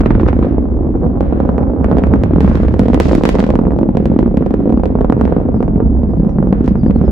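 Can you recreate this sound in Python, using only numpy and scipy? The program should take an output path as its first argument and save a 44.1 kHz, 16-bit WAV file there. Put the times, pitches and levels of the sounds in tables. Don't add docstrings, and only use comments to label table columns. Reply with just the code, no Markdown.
import sys
import numpy as np
from scipy import signal
from scipy.fft import rfft, irfft, next_fast_len
from scipy.io import wavfile
from scipy.ndimage import uniform_filter1d, map_coordinates

SR = 44100
rng = np.random.default_rng(int(sys.argv[2]) if len(sys.argv) > 2 else 0)


def generate_wav(signal):
    frames = np.transpose(np.atleast_2d(signal))
    scaled = np.clip(frames, -1, 1) * 32767
    pcm = np.round(scaled).astype(np.int16)
    wavfile.write(sys.argv[1], SR, pcm)


N = 313551

# (time [s], step level [dB], step corner [Hz], snap level [dB], snap corner [Hz])
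CRACKS = [(0.0061, 2.5, 552, -16.5, 2110), (0.0349, -1.5, 557, -32.5, 1190), (0.0601, 4, 511, -2.5, 1004),
          (0.106, 2.5, 715, -19.0, 1505), (0.1515, 3.5, 410, -27, 1000), (0.1793, -4, 418, -31, 1196),
          (0.1983, 1.5, 592, -20, 997), (0.2114, 1, 241, -21.5, 2200), (0.2323, 5.5, 159, -6, 603),
          (0.264, 2, 490, -32.5, 1093), (0.2862, 3.5, 780, -16, 2110), (0.3299, 0.5, 563, -21.5, 2000),
          (0.3901, 5, 239, -28.5, 2100), (0.427, 3, 358, -46, 5700), (0.4469, -0.5, 371, -35, 1200),
          (0.4831, 3, 257, -30, 2800), (0.5822, 1.5, 351, -44, 4070), (1.1727, 1.5, 291, -48, 7330),
          (1.2075, 7, 364, -18.0, 2900), (1.3252, 8.5, 303, -47.0, 5780), (1.402, 6.5, 411, -28, 6200),
          (1.4516, 4.5, 309, -50.5, 6740), (1.491, 6, 421, -45.5, 6160), (1.545, 0.0, 290, -48, 6640),
          (1.581, 3.5, 500, -22, 3380), (1.6112, 2, 331, -47.5, 3000), (1.6302, 2.5, 370, -48, 1600),
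          (1.6977, 0, 328, -49.5, 7300), (1.7351, 0, 340, -47, 4110), (1.7959, 2, 211, -50.0, 3100),
          (1.8104, 3.5, 339, -46, 2300), (1.8442, 3.5, 673, -18, 4660), (1.885, 2, 319, -46, 3600),
          (1.914, 5.5, 505, -45.5, 4700), (1.927, 3, 410, -29, 3410), (1.9517, 2, 289, -49, 1500),
          (1.9697, 5, 440, -18.0, 2300), (1.9842, 6, 371, -15.0, 2810), (1.9941, 5, 262, -17, 1990),
          (2.0375, 2.5, 780, -18, 3710), (2.069, 0, 408, -26, 4290), (2.1373, 4.5, 589, -19.5, 3970),
          (2.1585, 2, 350, -28.5, 3700), (2.2361, 3.5, 530, -10.5, 3000), (2.3349, 6, 170, -31.5, 3800),
          (2.3603, 4.5, 369, -30.5, 5390), (2.406, 2, 390, -6.5, 4630), (2.4458, 8, 220, -34, 1100),
          (2.4773, -0.5, 720, -35.5, 700), (2.5143, -0.5, 510, -29.5, 3100), (2.547, 0.5, 340, -33.0, 1600),
          (2.555, 0, 169, -8.5, 2690), (2.5727, 0.5, 159.4, -8.5, 600), (2.601, 3.5, 267, -25, 2400),
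          (2.6324, 1, 399, -21.5, 1500), (2.6499, 1, 328, -18, 1000), (2.6832, 2.0, 380, -11.5, 1596),
          (2.7405, 5, 320, -24.5, 3890), (2.7942, 9, 360, -6.5, 5090), (2.8161, 5, 230, -35, 800),
          (2.8338, 2, 159.4, -17.5, 1700), (2.857, 5, 360, -13.0, 2004), (2.8836, 5.5, 439, -13, 2900),
          (2.9008, 1, 408, -25.5, 4390), (2.933, 5.5, 418, -12, 2300), (2.9447, 5.5, 690, -6.5, 5900),
          (2.957, -3, 350, -41, 800), (3.001, 7.5, 716, -1, 7370), (3.055, 5.5, 330, -17.5, 3200),
          (3.0831, 11.0, 179, -11.5, 700), (3.0942, -2, 190, -8, 2200), (3.1126, 8.5, 340, -14, 2400),
          (3.1317, 8.5, 361, -11.5, 3610), (3.1516, 7.5, 160, -6.5, 7300), (3.1805, 10.5, 171, -17.0, 6010),
          (3.2105, 5, 400, -36, 800), (3.2363, 8, 402, -5, 3490), (3.2536, 1, 349, 5, 3920),
          (3.2911, 5.5, 580, 1, 5630), (3.344, 4, 280, -21.5, 1700), (3.3536, 7, 439, -12, 1900),
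          (3.3867, 1, 180, -5, 1105), (3.392, 9.5, 310, -28, 2890), (3.403, 2.5, 290, -4.0, 2810),
          (3.4269, 5, 320, -22.5, 1203), (3.4406, 4.5, 160.6, -5.0, 2005), (3.466, 3.5, 320, -17, 3700),
          (3.4906, 8, 308, -23, 3710), (3.5039, 8, 339, -9.0, 2490), (3.5377, 7.5, 291, -37, 2000),
          (3.5551, 4.5, 536, -16.5, 4000), (3.59, 7, 346, -23, 3380), (3.6364, 7, 241, -35.5, 3780),
          (3.653, 1.5, 201, -6, 600), (3.6686, -2, 419, -47.5, 500), (3.6802, 8.5, 230, -35.5, 2780),
          (3.7069, 1.5, 440, -8, 595), (3.7195, 2, 368, -26.0, 4000), (3.7631, 7.5, 239, -36, 3600),
          (3.7883, 6.5, 338, -21, 3000), (3.8122, 4, 300.5, -33, 3500), (3.8307, 5.5, 248, -23, 602),
          (3.8893, 5, 308, -14, 794), (3.95, 5, 287, -28.0, 2980), (3.971, 9.5, 299, -9.5, 2390),
          (4.0018, 3.5, 241.5, -25.0, 498), (4.0566, 8.5, 269, -11.5, 3180), (4.0997, 3, 201, -43.5, 5700),
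          (4.1173, 13.5, 190, -41, 7150), (4.1378, 2.5, 219, -45.5, 905), (4.1901, 8.5, 302, -10.5, 2305),
          (4.206, 7, 179.4, -29, 2100), (4.2774, 2.0, 288, -34.0, 4100), (4.3113, -0.5, 298, -42.0, 5090),
          (4.3426, 4.5, 258, -32.5, 3990), (4.372, 6, 279, -11.5, 1890), (4.4239, 1, 410, -36, 3990),
          (4.4627, 7.0, 319, -19.0, 2900), (4.5074, 4, 337, -21, 2795), (4.5404, 2.0, 427, -20.5, 3720),
          (4.6572, 10.5, 198.6, -44.5, 2000), (4.6748, 6, 211, -46.0, 7100),
          (4.694, -0.5, 390, -30.5, 4310), (4.7022, 8, 260, -28.5, 3800), (4.7247, 4.5, 318, -25.0, 3010),
          (4.774, 1.5, 339, -29.5, 3000), (4.797, 2.5, 327, -29.5, 4000), (4.8353, 7.0, 391, -23.5, 3980),
          (4.8567, 11, 211, -12.5, 2375), (4.903, 7, 212, -53, 2490), (4.9533, 7, 319, -38.0, 7260),
          (4.9876, 0, 410, -42.5, 600), (5.0087, 5.5, 348, -32, 4400), (5.0133, 0.5, 370, -25.5, 3480),
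          (5.0456, 7, 393, -24.5, 3300), (5.0989, 8.5, 321, -25.5, 2990), (5.124, 6.5, 538, -18.5, 5000),
          (5.1984, -3, 392, -44.0, 600), (5.2119, 8, 412, -17.5, 4940), (5.2536, 10.0, 242, -11, 1795),
          (5.2772, -1.5, 552, -49.5, 2200), (5.3233, 5, 450, -27, 700), (5.3648, 5, 361, -46.5, 2300),
          (5.4883, 7, 273, -36, 697), (5.5433, 2.0, 330, -47, 498), (5.6047, 4, 300, -44, 4600),
          (5.6275, 2.5, 482, -24, 5100), (5.6798, 5, 348, -26.5, 3300), (5.7583, 2, 249, -49.5, 3400),
          (5.8021, 4, 380, -32.5, 4380), (6.0331, -2.0, 340, -33.5, 4930), (6.1354, 0.5, 290, -51.5, 7300),
          (6.1983, 5.5, 190.6, -53.5, 2900), (6.2474, 0.5, 303, -37, 5000), (6.293, -3.0, 360, -31.5, 6600),
          (6.385, 1, 436, -50.0, 7300), (6.4268, 3, 380, -35, 7200), (6.4715, 2.5, 332, -35.5, 7300),
          (6.5268, 4, 580, -21, 3300), (6.6066, -0.5, 290, -39, 2000), (6.678, 0.5, 575, -16.5, 3980),
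          (6.755, 0.5, 427, -32.5, 6600), (6.8341, 2, 241, -22.5, 2200), (6.8628, 1.5, 343, -30.5, 3900),
          (6.898, 4, 279, -25, 1000), (6.9088, 5.5, 200, -14.5, 1596), (7.0135, 2.5, 354, -33.5, 3100),
          (7.0391, 3.5, 232, -43.5, 800), (7.08, 1.5, 311, -44.0, 800)]


def crackle(shocks, thump_lag_s=0.00039, fray_s=0.0035, fray_growth=0.72, fray_hz=3500):
    # (frequency [Hz], relative level [dB])
    fray_spectrum = [(500, -5), (1500, 10), (4000, -9.5), (8000, -17), (16000, -26.5)]
    s, db, corner_hz, snap_db, snap_hz = shocks.T
    thumps = arrival(fronts(s + thump_lag_s, db, corner_hz))
    snaps = arrival(fronts(s, snap_db, snap_hz))
    edge_db = snap_db - 20 * np.log10(1 + (fray_hz / snap_hz) ** 2 / 2)
    edge = fading(spikes(s, edge_db) ** fray_growth, fray_s)
    fray = amp(-20) * edge * noise(fray_spectrum, side_db=2)
    direct = thumps * pan(right_db=3) + snaps * pan(right_db=4) + fray
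    return direct + splinters(shocks) + echoes(amp(-9) * (thumps + snaps))


def thuds(per_second=42, clearance_s=0.014, spread_db=3, clump_db=2, snap_hz=900):
    # (time [s], step level [dB], step corner [Hz])
    trend = [(0, -1, 321), (.45, -4, 283), (.75, -8, 268), (1.15, -3, 300), (1.699, -7.5, 302),
             (2.4, 1, 270), (3.099, 2, 261), (3.8, 2, 226), (4.651, 3.5, 215.3), (5.301, -2, 277),
             (5.95, -8.5, 248), (6.25, -2, 232), (6.65, -12, 247), (7.11, 0.5, 262)]
    t, step_db, step_hz = np.transpose(trend)
    count = int(per_second * N / SR)
    jitter, size, steep, snap = rng.uniform(-1, 1, (count, 4)).T
    s = np.clip((np.arange(count) + 0.5 + 0.65 * jitter) / per_second, 0, (N - 1) / SR)
    db = np.interp(s, t, step_db) + spread_db * size + clump_db * wobble(9)[(s * SR).astype(int)]
    corner_hz = np.interp(s, t, step_hz) * np.exp(0.2 * steep)
    snap_db = db - 38 + 6 * snap
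    rows = np.transpose([s, db, corner_hz, snap_db, np.full(count, snap_hz)])
    to_crack_s = np.abs(s[:, None] - np.transpose(CRACKS)[0]).min(axis=1)
    return rows[to_crack_s > clearance_s]


def splinters(shocks, count=4, trail_s=0.008, below_db=19, fade_db=8, spread_db=5):
    s, db, corner_hz = np.repeat(shocks[:, :3], count, axis=0).T
    late, size, steep, side = rng.uniform(0, 1, (len(s), 4)).T
    s = s + trail_s * late
    db = db - below_db - fade_db * late + spread_db * (2 * size - 1)
    corner_hz = corner_hz * 1.1 * np.exp(0.19 * (2 * steep - 1))
    return np.array([arrival(fronts(s, db + 10 * np.log10(2 * share), corner_hz))[port]
                     for port, share in enumerate([side, 1 - side])])


def plume(shocks):
    # (time [s], rumble [dB], roar [dB], roar centre [Hz], rasp [dB])
    balance = [(0, -11, -6, 254.9, -34.5), (.2, -10, -8.5, 260.2, -42.5), (.6, -16, -11.5, 259.9, -31.5),
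               (1.7, -17, -15.5, 235.4, -25), (2.05, -11.5, -12, 204.7, -25.5),
               (2.45, -12.5, -7.5, 204.4, -33), (2.75, -11, -8.5, 235.1, -39), (3.1, -13, -9, 285.3, -38),
               (3.45, -15.5, -14.5, 240.7, -28), (3.9, -19.5, -9.5, 219.9, -35),
               (4.2, -17, -9.5, 208.8, -38), (4.6, -19.5, -8.5, 244.7, -36.5),
               (5.1, -14.5, -16, 224.1, -29.5), (5.6, -16.5, -10, 215, -30),
               (5.92, -11.5, -9.5, 225.6, -30), (6.25, -18.5, -8, 200.5, -32.5),
               (7.11, -12.5, -6, 210.3, -34)]
    s, *columns = np.transpose(balance)
    rumble_db, roar_db, centre_hz, rasp_db = [np.interp(np.arange(N) / SR, s, c) for c in columns]
    return rumble(rumble_db) + roar(shocks, roar_db - 4, centre_hz) + rasp(rasp_db + 8)


def rumble(level_db):
    # (frequency [Hz], relative level [dB])
    spectrum = [(15, -42), (28, -18.5), (40, 1), (52, -2.5), (68, 6), (82, -8), (110, -8), (150, -12),
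                (300, -40.5), (800, -120)]
    # (frequency [Hz], lead of the left [rad])
    bass_lead = [(65, 0.77), (85, 0.18), (120, 0.064), (165, 0.053)]
    eddies = steady(noise(spectrum, side_db=-22), span_s=0.14, share=0.64)
    bass = amp(level_db) * eddies * pan(right_db=2.5)
    return filtered(bass, lambda hz: np.exp(0.5j * along(bass_lead, hz) * np.array([[1], [-1]])))


def roar(shocks, level_db, centre_hz, rest_hz=225):
    # (frequency [Hz], relative level [dB])
    spectrum = [(60, -17.5), (110, -17), (165, 1), (225, 5), (290, -1), (350, -6.5), (480, -15), (620, -21),
                (1000, -36.5), (2500, -79)]
    eddies = noise(spectrum, side_db=-13) * signal.windows.tukey(N, 0.002)
    drifting = np.array([read_at(port, np.cumsum(centre_hz / rest_hz)) for port in eddies])
    swell = surge(shocks, linger_s=0.0027, depth=0.6)
    return amp(level_db) * swell * steady(drifting, span_s=0.09, share=1) * pan(right_db=1)


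def rasp(level_db, per_second=230, corner_hz=215, tumble_db=2.5):
    count = int(per_second * N / SR)
    jitter, steep = rng.uniform(-1.038, 1, (2, count))
    s = (np.arange(count) + jitter) / per_second
    crowd = fronts(s, np.zeros(count), corner_hz * np.exp(0.55 * steep))
    direct = arrival(crowd) * amp(tumble_db * wobble(22))
    rolling = unit(direct * pan(right_db=3) + amp(-6) * echoes(direct))
    return amp(level_db) * rolling * lull(depth=0.3, ahead_s=0.0021)


def tearing(per_second=93.3, follow=0.98, sharpen=0.22):
    s = rng.uniform(0, (N - 1) / SR, int(per_second * N / SR))
    size, steep = rng.uniform(-2, 1, (2, len(s)))
    volley_db = volleys()[0]
    swell_db = (volley_db - volley_db.mean())[(s * SR).astype(int)]
    db = -38 + 7 * size + follow * swell_db
    corner_hz = 560 * amp(sharpen * swell_db) * np.exp(0.35 * steep)
    direct = arrival(fronts(s, db, corner_hz))
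    return direct + echoes(amp(-5.5) * direct)


def fronts(s, db, corner_hz):
    at = np.round(s * SR).astype(int)[:, None] + np.arange(-256, 257)
    width = SR / (np.pi ** 2 * corner_hz[:, None])
    slope = amp(db)[:, None] * (1 - np.tanh((at - s[:, None] * SR) / width) ** 2) / (2 * width)
    inside = (at >= 0) & (at < N)
    return np.bincount(at[inside], slope[inside], N)


def arrival(slope, cut_hz=165, q=0.69, turn_hz=250):
    # (frequency [Hz], gain [dB])
    path_eq = [(120, -3), (220, -1.5), (310, 0), (420, 1.5), (560, 2), (800, 0.5), (1300, 1), (2500, 1),
               (6000, -2.5), (12000, -3.5)]

    def response(hz):
        s = 1j * hz / cut_hz
        swing = SR / (2 * np.pi * cut_hz) * s / (1 + s / q + s ** 2)
        bass_lag = (1 - 1j * hz / turn_hz) / (1 + 1j * hz / turn_hz)
        return swing * bass_lag * amp(along(path_eq, hz))
    direct = filtered(slope, response)
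    return direct + ground_bounce(direct)


def surge(shocks, linger_s, depth):
    wake = np.sqrt(fading(spikes(shocks[:, 0], shocks[:, 1]), linger_s))
    wake = signal.fftconvolve(wake, np.hanning(SR // 200), "same")
    return unit(1 - depth + depth * unit(wake))


def lull(depth, ahead_s):
    s = np.transpose(CRACKS)[0] + 0.0015
    dips = spikes(s, 20 * np.log10(np.full(len(s), depth)))
    nearness = fading(dips[::-1], ahead_s)[::-1]
    return uniform_filter1d(1 - np.clip(nearness, 0, 1), size=128)


def ground_bounce(direct, share=0.45, dull_hz=2000, delay_s=0.004004, wander_s=0.00039, apart_s=0.00011):
    dulled = filtered(direct, lambda hz: share / (1 + 1j * hz / dull_hz))
    lag_s = delay_s + wander_s * wobble(14)
    places = [np.arange(N) - SR * (lag_s + side * apart_s / 2) for side in (1, -1)]
    return np.array([read_at(dulled, np.maximum(place, 0)) for place in places])


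def echoes(x, count=8, apart_hz=260):
    # (frequency [Hz], time to fall 60 dB [s])
    ring_times = [(100, 0.64), (500, 0.16), (2000, 0.26), (10000, 0.14)]
    wet = np.zeros((2, N + SR))
    place = np.linspace(0, count - 1, N)
    for k in range(count):
        part = np.flatnonzero(np.abs(place - k) < 1)
        hz, t, bins = signal.stft(rng.standard_normal((2, SR // 4)), SR, nperseg=256)
        decay = amp(-60 * t / along(ring_times, hz)[:, None])
        tail = signal.istft(bins * decay, SR, nperseg=256)[1]
        faded = x[:, part] * np.cos(np.pi / 2 * (place[part] - k))
        answer = signal.fftconvolve(faded, tail / np.linalg.norm(tail), axes=1)
        wet[:, part[0]:part[0] + answer.shape[1]] += answer
    mid = wet[0, :N]
    side = filtered(wet[1, :N], lambda hz: 2 * hz ** 2 / (hz ** 2 + apart_hz ** 2))
    return np.array([mid + side, mid - side])


def volleys(attack_s=0.001, rest_db=-69.5):
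    # (time [s], hold [s], fall [dB/s], relative level [dB], extra brightness [dB])
    bursts = [(0, 0.52, 110, -59, -3), (.005, .007, 1501, -39.5, -2), (0.055, 0.0078, 900.5, -37.5, -10.5),
              (0.101, 0.0071, 650.5, -39.5, -13), (0.144, 0.0054, 699.5, -43.5, -18),
              (0.193, 0.014, 701.5, -44.5, -10.5), (0.255, .005, 900, -46, -24),
              (0.277, 0.007, 751.5, -37, -16), (0.423, 0.028, 598, -47.5, -23), (1.209, 0.23, 94, -58, -18),
              (1.847, 0.63, 94.5, -58, -7), (2.404, 0.2, 55, -49.5, 0), (2.782, 0.24, 91, -57.5, 2),
              (3.003, .03, 120.5, -49, 10.5), (3.001, 0.16, 97.5, -53, 13),
              (3.255, 0.14, 86.5, -51.5, 10.5), (3.947, 0.29, 96, -62, -2), (4.364, 0.28, 94.5, -63, -6),
              (4.856, 0.19, 91.5, -67.5, -5), (5.185, 0.18, 95.5, -58.5, -5), (6.524, 0.084, 93, -61, -7.5),
              (6.639, 0.039, 251, -56.5, 9), (6.981, 0.15, 95, -60.5, 3)]
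    t = np.arange(N) / SR
    dull = bright = amp(rest_db) ** 2
    for s, hold, fall, db, extra_db in bursts:
        attack = np.clip((t - s) / attack_s, 0, 1)
        power = (attack * amp(db - fall * np.maximum(t - s - hold, 0))) ** 2
        dull = dull + power
        bright = bright + power * amp(extra_db) ** 2
    return 10 * np.log10([dull, bright])


def hiss(shocks, brightening=0.25, grain_db=4):
    # (frequency [Hz], relative level [dB])
    dull_spectrum = [(300, -16), (900, 14), (1500, 10.5), (2500, -1), (4000, -12.5), (7000, -39.5),
                     (10000, -42), (16000, -57.5)]
    # (frequency [Hz], relative level [dB])
    sizzle_spectrum = [(1000, -22), (2500, 6.5), (5000, 2), (7500, -6), (10000, -18), (12000, -20),
                       (14000, -34.5), (16000, -35.5)]
    dull_db, bright_db = volleys()
    tilt_db = brightening * (dull_db - dull_db.mean())
    dull = amp(dull_db + 17.5 - tilt_db) * noise(dull_spectrum, side_db=0)
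    bright = amp(bright_db - 7 + tilt_db + grain_db * wobble(210)) * noise(sizzle_spectrum, side_db=-2.5)
    return (dull + bright) * surge(shocks, linger_s=0.01, depth=0.27)


def bird(waver=0.013, flutter_db=3):
    # (time [s], start pitch [Hz], relative level [dB], length [s], fall [share of pitch])
    chirps = [(0.943, 5865, -65, .04, 0.011), (1.028, 4520, -62.5, 0.036, .1),
              (1.441, 5780, -66.5, .04, .01), (1.502, 6030, -62, 0.038, 0.08),
              (1.6, 5350, -62, 0.031, 0.046), (1.72, 4600, -64, .045, .12), (4.74, 5000, -63.5, 0.056, .08),
              (5.529, 5438, -60, .05, .08), (5.57, 4825, -59, .045, .04), (5.632, 6100, -66.5, .03, 0.024),
              (5.638, 4700, -63, .035, 0.034), (6.045, 5395, -67, 0.04, .01), (6.087, 4980, -66, .055, .06),
              (6.177, 4989, -59.5, 0.038, 0.12), (6.282, 5800, -57, 0.04, 0.027),
              (6.312, 5060, -63, .035, 0.0089), (6.363, 4470, -65.5, .04, .08),
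              (6.571, 5367, -66, .045, .1), (6.77, 5150, -55.5, 0.065, 0.14),
              (6.776, 6600, -67, .025, 0.011), (6.831, 5950, -65.5, .03, .02), (6.844, 4950, -56, .06, .09),
              (6.943, 4450, -54, .037, 0.07), (7.032, 5400, -57, .07, .1)]
    song = np.zeros(N + SR)
    for s, hz, db, length, fall in chirps:
        u = np.linspace(0, 1, int(length * SR))
        bend, flutter = signal.resample(rng.standard_normal((2, 24)), len(u), axis=1)
        pitch = hz * (1 - fall * u + waver * bend)
        envelope = amp(db + flutter_db * flutter) * np.sin(np.pi * u)
        song[round(s * SR):][:len(u)] += envelope * np.sin(2 * np.pi * np.cumsum(pitch) / SR)
    notes = amp(-6) * np.array([song[:N], song[:N]])
    return notes + amp(-5) * echoes(notes)


def air(level_db=-93.5):
    # (frequency [Hz], relative level [dB])
    spectrum = [(500, 8), (3000, -7), (6000, -17.5), (10000, -13.5), (16000, -18)]
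    return amp(level_db) * noise(spectrum, side_db=-5)


def amp(db):
    return 10 ** (np.asarray(db) / 20)


def unit(x):
    return x / np.sqrt(np.mean(x ** 2) + 1e-20)


def pan(right_db):
    return amp(np.array([[-right_db], [right_db]]) / 2)


def along(points, hz):
    f, v = np.transpose(points)
    return np.interp(np.log(hz + 1), np.log(f + 1), v)


def wobble(rate):
    return map_coordinates(rng.standard_normal(int(N * rate / SR) + 4), [np.arange(N) * rate / SR])


def filtered(x, response):
    size = next_fast_len(N + SR // 2)
    return irfft(rfft(x, size) * response(np.fft.rfftfreq(size, 1 / SR)), size)[..., :N]


def noise(spectrum, side_db):
    mid, side = filtered(rng.standard_normal((2, N)), lambda hz: amp(along(spectrum, hz)))
    return unit(np.array([mid + amp(side_db) * side, mid - amp(side_db) * side]))


def steady(x, span_s, share):
    span = int(span_s * SR)
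    power = uniform_filter1d(uniform_filter1d(np.mean(x ** 2, axis=0), span), span)
    return unit(x / (np.abs(power) + 1e-9) ** (share / 2))


def read_at(x, places):
    return map_coordinates(x, [places], order=1, mode="mirror")


def spikes(s, db):
    return np.bincount(np.clip(np.round(s * SR).astype(int), 0, N - 1), amp(db), N)


def fading(x, life_s):
    return signal.lfilter([1], [1, -np.exp(-1 / (life_s * SR))], x)


def scene():
    shocks = np.vstack([CRACKS, thuds()])
    snap_db = np.transpose(CRACKS)[3]
    hush = lull(depth=np.minimum(amp(snap_db), 1), ahead_s=0.014)
    return plume(shocks) * hush + crackle(shocks) + tearing() + hiss(shocks) + air() + bird()


def record(dry, hardness=16, top_hz=15900):
    clipped = dry / (1 + np.abs(dry) ** hardness) ** (1 / hardness)
    return filtered(clipped, lambda hz: hz < top_hz)


dry = scene()
out = record(dry)
generate_wav(out)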